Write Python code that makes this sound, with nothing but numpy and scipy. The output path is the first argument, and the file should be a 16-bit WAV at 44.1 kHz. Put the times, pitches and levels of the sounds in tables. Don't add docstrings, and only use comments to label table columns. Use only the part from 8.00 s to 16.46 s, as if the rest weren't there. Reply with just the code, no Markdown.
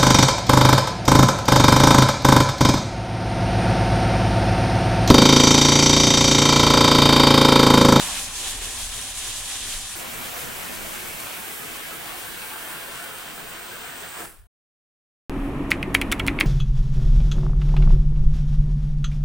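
import sys
import numpy as np
from scipy import signal
from scipy.fft import rfft, irfft, next_fast_len
from scipy.io import wavfile
from scipy.ndimage import uniform_filter1d, map_coordinates

SR = 44100
rng = np.random.default_rng(int(sys.argv[2]) if len(sys.argv) > 2 else 0)


def to_wav(sig):
    pcm = np.clip(np.atleast_2d(sig), -1, 1) * 32767
    pcm = np.round(pcm).astype(np.int16)
    wavfile.write(sys.argv[1], SR, pcm.T)


N = 373086
T = np.arange(N) / SR
DOOR_S, ROOM_S, RIDE_S = (0, 1.955), (1.955, 6.47), (7.2964, 9)
SIDE_SIGN = np.array([[1], [-1]])


def undb(db):
    return 10 ** (np.asarray(db) / 20)


def unit(x):
    return x / np.sqrt(np.mean(x ** 2) + 1e-18)


def curves(table, t=T):
    times, *columns = np.transpose(table)
    return [np.interp(t, times, column) for column in columns]


def during(span_s):
    return uniform_filter1d(1. * ((T >= span_s[0]) & (T < span_s[1])), size=24)


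def hump(x, centre, width):
    return 2 ** -np.minimum((2 * (x - centre) / width) ** 2, 60)


def swells(table, t=T):
    peak_s, length_s, *columns = np.transpose(table)
    bells = hump(t[:, None], peak_s, length_s)
    return [bells @ heights for heights in columns]


def walk(rate_hz, t=T):
    return map_coordinates(rng.standard_normal(2048), [t * rate_hz], order=2, mode="wrap")


def colour_at(colour, hz):
    freq_hz, density_db = np.transpose(colour)
    return np.interp(np.log(hz + 1), np.log(freq_hz), density_db)


def noise(colour, n=N):
    size = next_fast_len(n)
    gain = undb(colour_at(colour, np.fft.rfftfreq(size, 1 / SR)))
    return unit(irfft(rfft(rng.standard_normal(n), size) * gain, size)[:n])


def level_band(db, hz, low_hz, high_hz):
    return db - 10 * np.log10(np.mean(undb(db) ** 2 * ((hz > low_hz) & (hz < high_hz)), axis=0))


def droplets(per_s, spread_db, mist_db):
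    streams = []
    for _ in range(2):
        hits = rng.random(N) < per_s / SR
        sizes = undb(spread_db * np.minimum(rng.exponential(size=N), 6))
        impacts = unit(hits * sizes * rng.standard_normal(N))
        streams.append(unit(impacts + undb(mist_db) * rng.standard_normal(N)))
    hz, t, spectra = signal.stft(np.array(streams), SR, nperseg=2048)
    return hz[:, None], t, spectra


def water(drops, mid_db, side_db):
    mid, side = (signal.istft(z * undb(db), SR)[1][:N] for z, db in zip(drops, (mid_db, side_db)))
    return mid + SIDE_SIGN * side


def resonances(modes, hz):
    return sum(db * hump(hz, centre, width) for centre, width, db in modes)


def flutter(hz, t, rate_hz):
    octave = np.log2(hz + 1)
    return sum(np.sqrt(np.maximum(1 - abs(octave - k), 0)) * walk(rate_hz, t) for k in range(7, 15))


def wall_echoes(hz, t, wall_db, drift_s, rate_hz, count=10):
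    paths = 1
    for lag_s, phase in rng.uniform((.007, 0), (.024, 1), (count, 2)):
        cycles = hz * (lag_s + drift_s * walk(rate_hz, t)) + phase
        paths = paths + undb(wall_db) * np.exp(-2j * np.pi * cycles.astype(np.float32))
    power = abs(paths) ** 2 + 1
    return 10 * np.log10(power / power.mean())


# freq_hz, density_db
DOOR_MID_COLOUR = [(88, -42), (150, -17.5), (172, -6), (217, -10.5), (396, -11), (656, -8), (1000, -6.5),
                   (1350, -6), (2100, -4.5), (3220, -0.5), (4000, -3), (5030, -5), (7270, -1), (10500, -3),
                   (11600, -11.5), (15500, -18.5)]
DOOR_SIDE_COLOUR = [(88, -65), (150, -43), (643, -24), (695, -25.5), (966, -15), (1320, -22.5),
                    (1540, -9.5), (1830, -16), (3550, 1.5), (5030, -8.5), (5990, -2), (9180, -9.5),
                    (10100, -1), (15500, -26)]
# centre_hz, width_hz, gain_db
PANEL_MODES = [(184, 30, 3), (258.6, 35, 7), (776, 60, 6), (1030, 170, 3.5), (1760, 220, 2.5)]
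# peak_s, length_s, hiss_rise_db, spurt_rise_db
JET_SURGES = [(0.03, 0.12, 7.5, 7.5), (0.14, 0.075, 3, 6), (0.205, 0.095, 5, 3), (0.365, 0.057, 3.5, 0.5),
              (0.49, 0.12, 5, 6.5), (0.645, 0.05, 5.5, 5), (.71, 0.053, 3, 0.5), (0.805, 0.092, 4.5, 4.8),
              (.935, 0.069, 0.5, 4), (1.005, 0.12, 3.5, 5), (1.195, 0.048, 2.5, 2.5), (1.295, 0.17, 4.5, 4),
              (1.52, 0.096, 4, 5), (1.62, 0.034, 0, 4.5), (1.71, 0.17, 5, 4), (1.905, .055, 2, 1),
              (6.205, 0.087, 1, 5)]
# peak_s, length_s, rise_db
PANEL_BOOMS = [(0.42, .1, 11), (0.66, 0.15, 14), (1.01, .1, 5.5), (1.29, .07, 8), (1.65, .08, 11)]


def door_jets(hiss_db=-36, drum_db=-45, blast_db=8, settle_s=0.23, flutter_db=1.1, width_db=-3):
    hz, t, drops = droplets(per_s=5000, spread_db=1.5, mist_db=6)
    surge, spurt = swells(JET_SURGES, t)
    hiss = hiss_db + surge + (spurt - surge) * hump(hz, 3200, width=1800)
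    boom = swells(PANEL_BOOMS, t)[0] * hump(hz, 400, width=190)
    drum = drum_db + 0.39 * spurt + boom + blast_db * np.exp(-t / settle_s)
    treble = 1 / (1 + (2200 / (hz + 1)) ** 4)
    colour = colour_at(DOOR_MID_COLOUR, hz) + resonances(PANEL_MODES, hz)
    bright, dull = level_band(colour, hz, 2500, 12000), level_band(colour, hz, 400, 2000)
    side_offset = level_band(colour_at(DOOR_SIDE_COLOUR, hz), hz, 2500, 12000) - bright
    mid_db = treble * (bright + hiss) + (1 - treble) * (dull + drum)
    mid_db += flutter_db * flutter(hz, t, rate_hz=28)
    mid_db += wall_echoes(hz, t, wall_db=-12.5, drift_s=0.00016, rate_hz=0.76)
    return water(drops, mid_db, mid_db + side_offset + width_db) * during(DOOR_S)


# freq_hz, density_db
RUMBLE_COLOUR = [(11, -33), (18, 1.5), (36, -5), (94, -10.5), (115, -12.5), (141, -31.5), (160, -20),
                 (210, -49), (350, -120)]
# time_s, level_db
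RUMBLE_LEVEL = [(0, -44.5), (1.0, -46), (1.95, -48), (2.9, -46.5), (3.5, -56.5), (4.25, -49.5),
                (4.7, -56.5), (6.4, -56)]
# peak_s, length_s, rise_db, bounce_db, bounce_hz
TRACK_JOLTS = [(0.619, 0.11, -2, -32.5, 33.7), (0.871, .15, 9, -42, 28.2), (1.776, 0.07, 6, -33.5, 28),
               (6.411, 0.07, 12.5, -46.5, 37.4), (7.413, 0.11, -0.5, -23, 35.3), (8.272, 0.1, 1, -33, 48),
               (8.41, .08, 0, -27, 27)]


def carriage_rumble(door_db=1.5, room_db=-3, side_db=-1.5, sway_db=1, jolt_share=0.52):
    mid, side = noise(RUMBLE_COLOUR), noise(RUMBLE_COLOUR)
    shake = undb(jolt_share * swells(TRACK_JOLTS)[0] + sway_db * walk(6.9))
    at_door = mid * undb(door_db) * during(DOOR_S)
    in_room = (mid + undb(side_db) * SIDE_SIGN * side) * undb(room_db) * during(ROOM_S)
    return undb(curves(RUMBLE_LEVEL)[0]) * shake * (at_door + in_room)


def floor_bounces():
    swing = sum(-undb(db) * hump(T, peak_s, length_s) * np.cos(2 * np.pi * hz * (T - peak_s))
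                for peak_s, length_s, _, db, hz in TRACK_JOLTS)
    return swing * (during(DOOR_S) + during(ROOM_S) + during(RIDE_S))


def splatter(shape, size=3):
    patches = uniform_filter1d(rng.standard_normal(shape), size, axis=0)
    return size * uniform_filter1d(patches, size, axis=1)


# time_s, hiss_db, splash_db
SPRAY_LEVELS = [(1.95, -38, -38.5), (2.1, -37, -37), (2.9, -37.5, -37.5), (3.6, -39, -39),
                (4.8, -40.5, -38), (5.5, -43, -39.5)]
# time_s, tilt (0 up, 1 at the floor)
LISTENER_TILT = [(2, 0.16), (3, 0.2), (4, 0.53), (4.8, 0.78), (5.4, 0.72), (6.4, 0.71)]
# freq_hz, density_db
UPPER_MID_COLOUR = [(53, -32), (90, -2), (248, 0), (282, -1.5), (328, -2.5), (415, -1.5), (639, -0.5),
                    (883, -3), (1450, -3), (1800, -3.5), (2330, -1.5), (4740, -11), (6840, -10.5),
                    (8120, -9), (15500, -11)]
UPPER_SIDE_COLOUR = [(76, -30.5), (130, 4), (644, 3), (1040, 2.5), (1550, 2.5), (2890, 0.5), (4220, -13),
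                     (6050, -11.5), (8510, -9), (9400, -21), (10200, -17), (12400, -18.5), (15500, -15)]
GRATE_MID_COLOUR = [(45, -22), (80, -8.5), (160, -7), (270, -9), (350, -5.5), (480, -3), (590, -8.5),
                    (900, -3.5), (1500, -2), (1750, -2), (2100, -7.5), (3250, -9), (5300, -15.5),
                    (7000, -17.5), (8500, -9), (11500, -18), (15500, -10)]
GRATE_SIDE_COLOUR = [(53, -33), (90, -0.5), (222, -9), (389, -8), (434, -4), (550, -8), (1450, -5),
                     (2140, -5.5), (2830, 1), (5880, -22), (8300, -8.5), (9860, -4), (11500, -22),
                     (13600, -6), (15500, -27)]
# centre_hz, width_hz, gain_db
TRAY_MODES = [(696, 70, 5), (1056, 48, 2.6), (1510, 230, 4.7), (2200, 80, 3.5), (3160, 93, 3.5)]
# time_s, gain_db, centre_hz
PATH_NOTCH = [(2, -1.5, 11500), (4.8, 3, 11500), (5.4, -5, 11000), (5.8, -13, 11200), (6.12, -19.5, 11400),
              (6.25, 6, 10700)]
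# peak_s, length_s, centre_hz, width_hz, gain_db
FADE_TINTS = [(6.3, 0.26, 2900, 2500, -6), (6.2, 0.38, 7900, 1400, 3.5), (7.1, .16, 470, 290, 7)]


def room_spray(hiss_db=0.37, splash_db=-1, flutter_db=0.86, splatter_db=2,
               width_db=-9, grate_width_db=6.5, fade_start_s=6.252, fade_db_per_s=136):
    hz, t, drops = droplets(per_s=7000, spread_db=2, mist_db=4.5)
    fade = fade_db_per_s * np.maximum(t - fade_start_s, 0)
    hiss, splash = np.add(curves(SPRAY_LEVELS, t), swells(JET_SURGES, t)) - fade
    tilt, = curves(LISTENER_TILT, t)
    notch_db, notch_hz = curves(PATH_NOTCH, t)
    sheen = 0.11 * hump(hz, 0.65 * notch_hz, width=1300)
    notch = notch_db * (hump(hz, notch_hz, width=2000) - sheen)
    grate = colour_at(GRATE_MID_COLOUR, hz) + resonances(TRAY_MODES, hz)
    colour = (1 - tilt) * colour_at(UPPER_MID_COLOUR, hz) + tilt * grate + notch
    side = (1 - tilt) * colour_at(UPPER_SIDE_COLOUR, hz) + tilt * colour_at(GRATE_SIDE_COLOUR, hz)
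    bright, dull = level_band(colour, hz, 4000, 15500), level_band(colour, hz, 200, 3000)
    side_offset = level_band(side + notch, hz, 4000, 15500) - bright
    treble = 1 / (1 + (3500 / (hz + 1)) ** 4)
    mid_db = treble * (bright + hiss + hiss_db) + (1 - treble) * (dull + splash + splash_db)
    mid_db += flutter_db * flutter(hz, t, rate_hz=20)
    mid_db += (1 - treble / 2) * wall_echoes(hz, t, wall_db=-9.5, drift_s=0.000707, rate_hz=2.5)
    mid_db += (1 - treble) * splatter_db * splatter(mid_db.shape)
    for peak_s, length_s, centre_hz, width_hz, gain_db in FADE_TINTS:
        mid_db += gain_db * hump(t, peak_s, length_s) * hump(hz, centre_hz, width_hz)
    side_db = mid_db + side_offset + width_db + grate_width_db * tilt
    return water(drops, mid_db, side_db) * during(ROOM_S)


# freq_hz, density_db
WHEEL_COLOUR = [(11, -32), (18, -3), (38, -0.5), (65, -4.5), (97, -7.5), (155, -8.5), (248, -6),
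                (279, -4.5), (314, -5.5), (377, -9.5), (485, -17), (584, -17), (1000, -20.5), (1300, -23),
                (2200, -120)]
AIR_COLOUR = [(590, -39), (1000, -7.5), (1730, -8), (1840, -5), (1970, -10.5), (2420, -9), (4600, -29.5),
              (7700, -31.5), (11000, -29), (15500, -41)]
CABIN_SIDE_COLOUR = [(15, -48), (25, -17.5), (96, -0.5), (204, -13), (281, 5), (410, -7), (552, -6),
                     (666, -13), (782, -13), (945, -9), (1850, -8), (3170, -14), (5580, -35.5),
                     (11800, -29), (15500, -50)]


def wheels_and_air(jolt_db, wheel_db=-29, air_db=-44, side_db=-45, flicker_db=0.7):
    wheels, air, side = noise(WHEEL_COLOUR), noise(AIR_COLOUR), noise(CABIN_SIDE_COLOUR)
    mid = wheels * undb(wheel_db + jolt_db) + air * undb(air_db - flicker_db * walk(8))
    return mid + undb(side_db) * SIDE_SIGN * side


# shaft_multiple, level_db
HUM_LINES = [(1, -8), (3, -5.5), (4, -9), (5, -11), (7, -10.5), (8, -8)]
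# time_s, level_db
LOWER_DRONE = [(7.3, -36), (7.514, -48), (7.552, -40), (7.79, -41), (7.972, -29), (8.022, -50),
               (8.232, -28), (8.296, -28), (8.35, -46), (8.45, -38)]
UPPER_DRONE = [(7.3, -32), (7.456, -22), (7.562, -45), (7.604, -25), (7.674, -50), (7.7, -33), (7.748, -47),
               (7.792, -28), (7.886, -38), (7.904, -35), (8.058, -26.5), (8.088, -46), (8.16, -32),
               (8.222, -43), (8.276, -24), (8.45, -43)]


def drive_hum(jolt_db, shaft_hz=46.57, drift=0.01097, hum_db=-37, waver_db=5, rough_db=1.5):
    lines = [(multiple, db + hum_db + jolt_db + waver_db * walk(16)) for multiple, db in HUM_LINES]
    for multiple, levels, trim_db in ((2, LOWER_DRONE, 0), (6, UPPER_DRONE, -0.9)):
        lines.append((multiple, curves(levels)[0] + trim_db + rough_db * walk(60)))
    hum = np.zeros(N)
    for multiple, level_db in lines:
        turns = np.cumsum(shaft_hz * (1 + drift * walk(14))) / SR
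        hum += undb(level_db) * np.sin(2 * np.pi * multiple * turns)
    return hum


def decay(level_db, t, t60_s):
    return undb(level_db - 60 * t / t60_s)


def ride(click_db=-17, click_t60_s=0.017):
    jolt_db = swells(TRACK_JOLTS)[0]
    cabin = wheels_and_air(jolt_db) + drive_hum(jolt_db)
    since_s = T - RIDE_S[0]
    click = (since_s >= 0) * decay(click_db, np.clip(since_s, 0, 3 * click_t60_s), click_t60_s)
    return cabin * during(RIDE_S) + click


# freq_hz, density_db
AIR_SWISH_COLOUR = [(5000, -25), (9500, 0), (12000, 0), (15500, -8)]


def air_swish(peak_s=7.445, length_s=0.15, level_db=-61):
    return undb(level_db) * hump(T, peak_s, length_s) * noise(AIR_SWISH_COLOUR) * during(RIDE_S)


def add(track, start_s, sound):
    i = int(start_s * SR)
    track[i:i + len(sound)] += sound[:max(N - i, 0)]


# stop_s, clack_db, pitch_hz, travel_s, tick_db, case_ring_db, cap_ring_factor
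KEYSTROKES = [(7.717, 4, 2230, 0.011, -15, -16, 1.3), (7.8286, -7.5, 2430, 0.0022, -31.5, -2, 1.2),
              (7.8306, -16, 2400, 0.0013, -38, -6, 1.0), (7.9496, 4.5, 2090, 0.005, -9, 4.5, 1.05),
              (8.0153, -4.5, 2380, 0.0018, -17.5, 3, .65), (8.0207, -11, 2500, 0.0028, -34, 0, .6),
              (8.1161, -8.5, 3100, 0.0016, -31, 0, 1.2), (8.119, -17, 2900, .001, -24, 0, 1.0),
              (8.1276, -5, 2230, .0104, -10.5, 8, .75), (8.1971, -10, 3020, 0.0035, -24.5, -1, 1.4),
              (8.1994, -7, 2120, 0.0015, -28, 14, 1.5), (8.2821, -1.5, 2240, 0.016, -15.5, 2, .85),
              (8.3885, -8, 2340, 0.0011, -48, -1, 4), (8.4101, 2.5, 2280, 0.01, -13, -4, .7)]
# pitch_ratio, level_db, t60_s
CAP_MODES = [(.64, -10, 0.005), (.94, 9, 0.0049), (1.13, 5.5, 0.0042), (1.52, -8, .005),
             (1.95, -1.5, 0.0019)]
# freq_hz, level_db, t60_s
KEYBOARD_MODES = [(1050, 0, 0.021), (1370, 11, 0.023), (2206, 7, 0.048), (2530, -17, 0.021),
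                  (2965, 7, 0.015), (3320, 9, 0.023), (4140, -2, 0.037)]
# freq_hz, density_db
RATTLE_COLOUR = [(500, -10), (1300, 2), (2250, 11.5), (3300, -4), (5500, -15), (10000, -12), (15000, -33)]


def key_clacks(gain_db=-4, case_db=-27, rattle_db=-23, rattle_t60_s=0.12, contact_hz=4500):
    track, t = np.zeros(N), T[:SR // 8]
    for stop_s, clack_db, pitch_hz, _, _, case_ring_db, cap_ring_factor in KEYSTROKES:
        cap = sum((-1) ** k * decay(db, t, t60_s * cap_ring_factor)
                  * np.sin(2 * np.pi * pitch_hz * ratio * t)
                  for k, (ratio, db, t60_s) in enumerate(CAP_MODES))
        case = np.zeros(len(t))
        for freq_hz, db, t60_s in KEYBOARD_MODES:
            envelope = decay(db + 3.2 * rng.standard_normal(), t, t60_s)
            mode_hz = freq_hz * (1 + 0.036 * rng.standard_normal())
            case += envelope * np.sin(2 * np.pi * (mode_hz * t + rng.random()))
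        rattle = noise(RATTLE_COLOUR, len(t)) * decay(rattle_db, t, rattle_t60_s)
        knock = cap / abs(cap).max() + undb(case_db + case_ring_db) * case + rattle
        width_hz = min(contact_hz * undb(0.93 * clack_db), SR / 4)
        knock = signal.lfilter(*signal.iirpeak(pitch_hz, pitch_hz / width_hz, fs=SR), knock)
        add(track, stop_s, undb(clack_db + gain_db) * knock / abs(knock).max())
    return track


# freq_hz, density_db
SLIDER_COLOUR = [(800, -0.5), (2400, 8), (4000, 1), (6500, -2.5), (9300, 1), (10000, 5.5), (10800, -4),
                 (12000, -2.5), (15500, -6)]


def slider_ticks(gain_db=-6, fingertip_db=-4, lead_in_db=-15, tail_db=-21, travel_left=0.42, lead_s=0.02):
    track, t = np.zeros(N), T[:SR // 8] - lead_s
    lead_in = decay(lead_in_db, abs(t), t60_s=0.012)
    tick = decay(0, abs(t), t60_s=0.018) + decay(tail_db, abs(t), t60_s=0.12)
    envelope = np.where(t < 0, lead_in, tick)
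    for share, trim_db in ((1, fingertip_db), (travel_left, 0)):
        for stop_s, _, _, travel_s, tick_db, _, _ in KEYSTROKES:
            sound = undb(tick_db + trim_db + gain_db) * envelope * noise(SLIDER_COLOUR, len(t))
            add(track, stop_s - share * travel_s - lead_s, sound)
    return track


def scene():
    shower = door_jets() + room_spray()
    train = carriage_rumble() + floor_bounces() + ride() + air_swish()
    return shower + train + key_clacks() + slider_ticks()


def record(dry, top_hz=15850):
    lowpass = signal.ellip(10, .2, 80, top_hz, fs=SR, output="sos")
    return signal.sosfilt(lowpass, np.clip(dry, -1, 1))


dry = scene()
out = record(dry)
to_wav(out)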